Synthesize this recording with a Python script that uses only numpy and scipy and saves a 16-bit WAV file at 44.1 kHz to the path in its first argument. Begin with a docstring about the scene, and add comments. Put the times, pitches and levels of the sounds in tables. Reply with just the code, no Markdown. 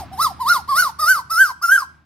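"""A guineafowl on a perch in an outdoor wire pen, heard on a stereo pair of microphones. It repeats a
harsh call, a little higher each time: a short lead-in note, then a loud arch. The second harmonic of
the voice rings out as a strong tone under a bright buzz of overtones and rasping air. The pen close by
and the trees beyond throw the calls back, and the tone dips and flutters as echoes interfere with it.
In the distance a rumble and a low hum fade."""
import sys
import numpy as np
from scipy import signal
from scipy.fft import rfft, irfft
from scipy.io import wavfile

SR = 44100
rng = np.random.default_rng(int(sys.argv[2]) if len(sys.argv) > 2 else 0)


def master(y):
    """Save y as 16-bit WAV."""
    cut = np.clip(np.atleast_2d(y).T, -1, 1)
    pcm = np.round(cut * 32767)  # scale
    wavfile.write(sys.argv[1], SR, pcm.astype(np.int16))


N = 90404
T = np.arange(N) / SR
CUTOFF_HZ = 15800


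def from_db(db):
    """Decibels to gain."""
    return 10 ** (np.asarray(db) / 20)


def unit_rms(x):
    """Scale to rms 1."""
    return x / np.sqrt(np.mean(x ** 2) + 1e-20)


def in_time(rows):
    """Join (t/s, value) rows by straight lines."""
    return np.interp(T, *np.transpose(rows))


def at_hz(rows, hz):
    """Read (f/Hz, value) rows on a log-frequency axis."""
    f, value = np.transpose(rows)
    return np.interp(np.log(np.maximum(hz, 1)), np.log(f), value)


def drift(rate_hz):
    """Smooth random motion of rms 1."""
    pole = np.exp(-2 * np.pi * rate_hz / SR)
    return unit_rms(signal.lfilter([1], [1, -2 * pole, pole * pole], rng.standard_normal(N + SR))[SR:])


def coloured_noise(spectrum):
    """Noise of rms 1, shaped by (f/Hz, level/dB) rows."""
    hz = np.arange(N // 2 + 1) * SR / N
    return unit_rms(irfft(rfft(rng.standard_normal(N)) * from_db(at_hz(spectrum, hz)), N))


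# Fade of the distant background: t/s, relative level/dB
BACKGROUND_FADE = [(0.0, -37.5), (0.02, -45), (1.68, -60.5), (1.95, -58.5), (2.05, -65)]
# Spectrum of the rumble: f/Hz, relative level/dB
RUMBLE_SPECTRUM = [(20, -33), (45, -10), (70, -5.5), (100, -2.5), (150, -0.5), (220, -6), (320, -12),
                   (480, -24.5), (1000, -13.5), (2000, -23.5), (5000, -34), (10000, -56.5), (16000, -47.5)]


def distant_rumble_and_hum():
    """Far behind the pen: a rumble spread across both microphones and a centred, motor-like hum."""
    rumble_db, side_db = 3.5, -8.5
    hum_hz, hum_db, hum_fade_share = 76, -53, .85
    fade_db = in_time(BACKGROUND_FADE)
    middle = coloured_noise(RUMBLE_SPECTRUM)
    side = from_db(side_db) * coloured_noise(RUMBLE_SPECTRUM) * [[1], [-1]]
    wavering_hz = hum_hz * (1 + .012 * drift(rate_hz=12))
    hum = np.sqrt(2) * np.sin(2 * np.pi * np.cumsum(wavering_hz) / SR)
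    hum_gain = from_db(hum_db + hum_fade_share * (fade_db - fade_db.mean()))
    return from_db(rumble_db + fade_db) * (middle + side) + hum_gain * hum


def reflections(x, t60_s, lowpass_hz, gap_s=.0058):
    """Dense reflections that arrive after a short gap and die away, different at each microphone."""
    t = np.arange(SR) / SR
    response = rng.standard_normal((2, SR)) * from_db(-60 * t / t60_s) * (t > gap_s)
    response /= np.sqrt(np.sum(response ** 2, axis=1, keepdims=True))
    response = signal.sosfilt(signal.butter(2, lowpass_hz, fs=SR, output="sos"), response)
    return signal.fftconvolve(x[None], response, axes=1)[:, :N]


def pen_and_trees(x, pen_db, trees_db, right_lag_s=.000052):
    """Sound reaches the left microphone first; the near pen reflects it, the trees add a duller tail."""
    direct = np.array([x, np.interp(T - right_lag_s, T, x)])
    pen = from_db(pen_db) * reflections(x, t60_s=.078, lowpass_hz=CUTOFF_HZ)
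    trees = from_db(trees_db) * reflections(x, t60_s=.41, lowpass_hz=6400)
    return direct + pen + trees


# Calls from the perch, pitched by their strong tone: start t/s, length t/s; onset, lead-in, dip, top,
# fall and end f/Hz; relative level/dB of the odd harmonics and of the sixth
CALLS = [ (-.168, 0.23, 650, 750, 700, 1266, 823, 608.6, -1, 15),
         (.115, .210, 685, 785, 732.3, 1351, 978, 669.6, -17, 4.5),
         (0.392, 0.22, 821, 1032, 893, 1434, 1091, 734.8, -13.5, 4),
         (0.678, 0.23, 935.5, 1175, 1064, 1487, 1190, 831.3, -8, 2.5),
         (0.988, .228, 1118, 1289, 1210, 1544, 1242, 877, -10.5, -4),
         (1.299, 0.22, 1135, 1346, 1303, 1583, 1280, 945.6, -16.5, -10),
         (1.616, 0.23, 1101, 1397, 1339, 1615, 1301, 943.5, -20, -19)]
# Where the lead-in, dip, top and fall come: share of a call's length
PITCH_TURNS = [.105, .232, .545, .77]
# The strong tone's level as it reaches the microphones, dipping and fluttering as echoes interfere
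# with it, one list a call: t/s, relative level/dB
TONE_AT_MICROPHONES = [
    [(0.0, -34.5), (0.038, -33), (0.05, -57)],
    [(0.108, -72), (0.116, -42.5), (0.132, -37.5), (0.174, -43), (0.2, -18), (0.242, -22), (0.25, -10.5),
     (0.26, -25.5), (0.266, -15), (0.294, -37.5), (0.31, -33.5), (0.335, -44)],
    [(0.388, -52), (0.404, -28.5), (0.418, -21.5), (0.448, -33.5), (0.466, -19.5), (0.492, -20),
     (0.498, -15), (0.524, -10.5), (0.538, -29), (0.542, -17.5), (0.57, -20), (0.62, -46.5)],
    [(0.674, -53), (0.692, -21.5), (0.734, -18.5), (0.768, -24.5), (0.774, -17.5), (0.81, -13),
     (0.818, -30.5), (0.826, -12.5), (0.834, -22), (0.876, -21), (0.884, -34), (0.892, -25.5), (0.915, -51)],
    [(0.982, -56), (0.994, -25.5), (1.002, -24), (1.01, -32), (1.026, -19.5), (1.046, -19.5),
     (1.056, -33.5), (1.062, -21), (1.096, -12), (1.12, -12), (1.146, -20), (1.192, -22.5), (1.222, -48)],
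    [(1.29, -78), (1.298, -37), (1.316, -21), (1.356, -23), (1.416, -8.5), (1.432, -10.5), (1.476, -29),
     (1.514, -24), (1.535, -65)],
    [(1.61, -75), (1.616, -38), (1.636, -22), (1.646, -15.5), (1.672, -30), (1.696, -13.5), (1.706, -18.5),
     (1.722, -10), (1.764, -13), (1.77, -32.5), (1.78, -11.5), (1.798, -32.5), (1.818, -23), (1.834, -27),
     (1.855, -59.5)],
]
# Level of the buzz, one list a call: t/s, relative level/dB
BUZZ_ENVELOPES = [
    [(0.0, -37), (0.05, -61)],
    [(0.108, -80), (0.132, -45), (0.162, -52.5), (0.224, -18.5), (0.254, -26), (0.335, -58.5)],
    [(0.388, -68), (0.408, -37), (0.45, -42), (0.49, -20.5), (0.554, -26.5), (0.62, -53)],
    [(0.674, -51), (0.694, -34), (0.744, -34.5), (0.764, -21), (0.8, -18), (0.898, -41), (0.915, -54)],
    [(0.982, -71), (0.99, -35), (1.002, -27), (1.078, -24.5), (1.088, -18), (1.2, -39.5), (1.222, -61.5)],
    [(1.29, -65), (1.306, -28), (1.376, -26.5), (1.418, -23), (1.512, -41.5), (1.535, -55.5)],
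    [(1.61, -77), (1.616, -52), (1.626, -28.5), (1.696, -29), (1.72, -23.5), (1.76, -28.5), (1.78, -31.5),
     (1.806, -34), (1.855, -54.5)],
]


def call_contours(edge_s=.006, fall_curve=1.6):
    """Each call's arch of pitch, its levels at the microphones, and how far past the top it is (0-1)."""
    tone_hz, tone_gain, buzz_gain, odd_gain, sixth_gain, past_top = np.zeros((6, N))
    for call, tone_rows, buzz_rows in zip(CALLS, TONE_AT_MICROPHONES, BUZZ_ENVELOPES):
        start, length, *turn_hz, odd_db, sixth_db = call
        begun, progress = T > start - edge_s, (T - start) / length
        turns = np.arange(len(turn_hz))
        position = np.interp(progress, [0, *PITCH_TURNS, 1], turns)
        leg = np.minimum(position.astype(int), len(turn_hz) - 2)
        along = position - leg
        # the pitch rounds off at the lead-in, dip and top, then falls straight
        arc = np.sin(along * np.pi / 2)
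        eased = np.choose(leg, [arc, arc ** 2, arc ** 2, along ** fall_curve, along])
        tone_hz[begun] = np.interp(leg + eased, turns, turn_hz)[begun]
        past_top[begun] = np.interp(progress, [PITCH_TURNS[2], 1], [0, 1])[begun]
        gate = np.clip(np.minimum(T - start, start + length - T) / edge_s + 1, 0, 1)
        tone_gain += gate * from_db(in_time(tone_rows))
        buzz_gain += gate * from_db(in_time(buzz_rows))
        odd_gain[begun], sixth_gain[begun] = from_db(odd_db), from_db(sixth_db)
    return tone_hz, tone_gain, buzz_gain, odd_gain, sixth_gain, past_top


# Spectrum of the air in the call: f/Hz, relative level/dB
RASP_SPECTRUM = [(600, -18), (1300, -8.5), (2500, -6.5), (3600, -13), (5000, 6.5), (7000, -3.5),
                 (9500, -9.5), (12500, -12), (15800, -11)]


def rasping_air(phase):
    """Air noise, pulsed by each cycle of the voice."""
    return unit_rms(coloured_noise(RASP_SPECTRUM) * (1 + np.cos(phase)))


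# Harmonics as the voice makes them, from the third up (0 past the list): relative level/dB
VOICE_HARMONICS = [7.5, 2.5, -6, 2.5, 4, 6.5, 9, 3, -17.5, -13, 2.5, 3, 10, -4, -11, 0.5, -3, -7, 8.5, 0]
# Resonances of throat and beak: f/Hz, relative level/dB
THROAT_RESPONSE = [(400, -1.5), (700, -4), (810, -35.5), (1500, -5), (2100, -4), (2450, -24.5), (3100, -7),
                   (3500, -7.5), (4150, -2), (5000, 1.5), (6100, -8), (7200, -7), (8300, 1.5), (9500, 1.5),
                   (10400, 5.5), (11300, -2), (12600, 3.5), (13400, 4.5), (14500, -9), (15800, -18)]


def throat_harmonics(voice_hz, phase, odd_gain, sixth_gain, fundamental_db=4.5, shimmer_db=3):
    """The harmonics around the strong tone, each shimmering, shaped by throat and beak; unit power."""
    source_db = {1: fundamental_db, **dict(enumerate(VOICE_HARMONICS, 3))}
    harmonics, power = 0, 1e-12
    for k in [1, *range(3, 36)]:
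        hz = k * voice_hz
        source = from_db(source_db.get(k, 0)) * (odd_gain if k % 2 else sixth_gain if k == 6 else 1)
        shaping_db = at_hz(THROAT_RESPONSE, hz) + shimmer_db * drift(rate_hz=85)
        gain = source * from_db(shaping_db) * (hz < CUTOFF_HZ)
        harmonics += gain * np.sin(k * phase + rng.uniform(0, 2 * np.pi))
        power += gain ** 2 / 2
    return harmonics / np.sqrt(power)


def guineafowl(tone_db=3, buzz_db=1):
    """The calls as they reach the microphones: a strong tone, and a buzz that rasps more as it falls."""
    jitter, flutter_db = .004, 4.5
    rasp_db, rasp_rise_db = -16, 16   # relative to the harmonics in the buzz
    tone_hz, tone_gain, buzz_gain, odd_gain, sixth_gain, past_top = call_contours()
    voice_hz = tone_hz / 2 * (1 + jitter * drift(rate_hz=218))
    phase = 2 * np.pi * np.cumsum(voice_hz) / SR
    harmonics = throat_harmonics(voice_hz, phase, odd_gain, sixth_gain)
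    rasp_gain = from_db(rasp_db + rasp_rise_db * past_top)
    buzz = (harmonics + rasp_gain * rasping_air(phase)) / np.sqrt(1 + rasp_gain ** 2)
    # random dips stand for echoes interfering with the falling tone
    echo_flutter = from_db(-flutter_db * past_top * drift(rate_hz=55) ** 2)
    tone = np.sqrt(2) * np.sin(2 * phase) * echo_flutter
    return from_db(tone_db) * tone_gain * tone, from_db(buzz_db) * buzz_gain * buzz


def scene():
    """At the microphones: the bird in its pen, in front of the distant background."""
    tone, buzz = guineafowl()
    calls = pen_and_trees(tone, pen_db=-11, trees_db=-18)
    calls += pen_and_trees(buzz, pen_db=-6.5, trees_db=-15.5)
    return distant_rumble_and_hum() + calls


# Left microphone minus right: f/Hz, level/dB
MICROPHONE_BALANCE = [(700, 0), (1400, -1), (2100, -0.5), (3300, -4.5), (4400, -4.5), (5600, -1.5),
                      (8000, 0.5), (9400, -5), (10400, -3.5), (11500, 12.5), (13000, -2), (15000, 5.5)]


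def record(dry, peak_limit=.86):
    """Each microphone colours the sound its own way; the highest peaks are rounded and the top is cut."""
    hz = np.arange(N + 1) * SR / (2 * N)
    colour = from_db(at_hz(MICROPHONE_BALANCE, hz) / 2 * np.array([[1], [-1]]))
    heard = irfft(rfft(dry, 2 * N) * colour, 2 * N)[:, :N]
    rounded = heard / (1 + (heard / peak_limit) ** 12) ** (1 / 12)
    return signal.sosfilt(signal.ellip(10, .3, 80, CUTOFF_HZ, fs=SR, output="sos"), rounded)


dry = scene()
out = record(dry)
master(out)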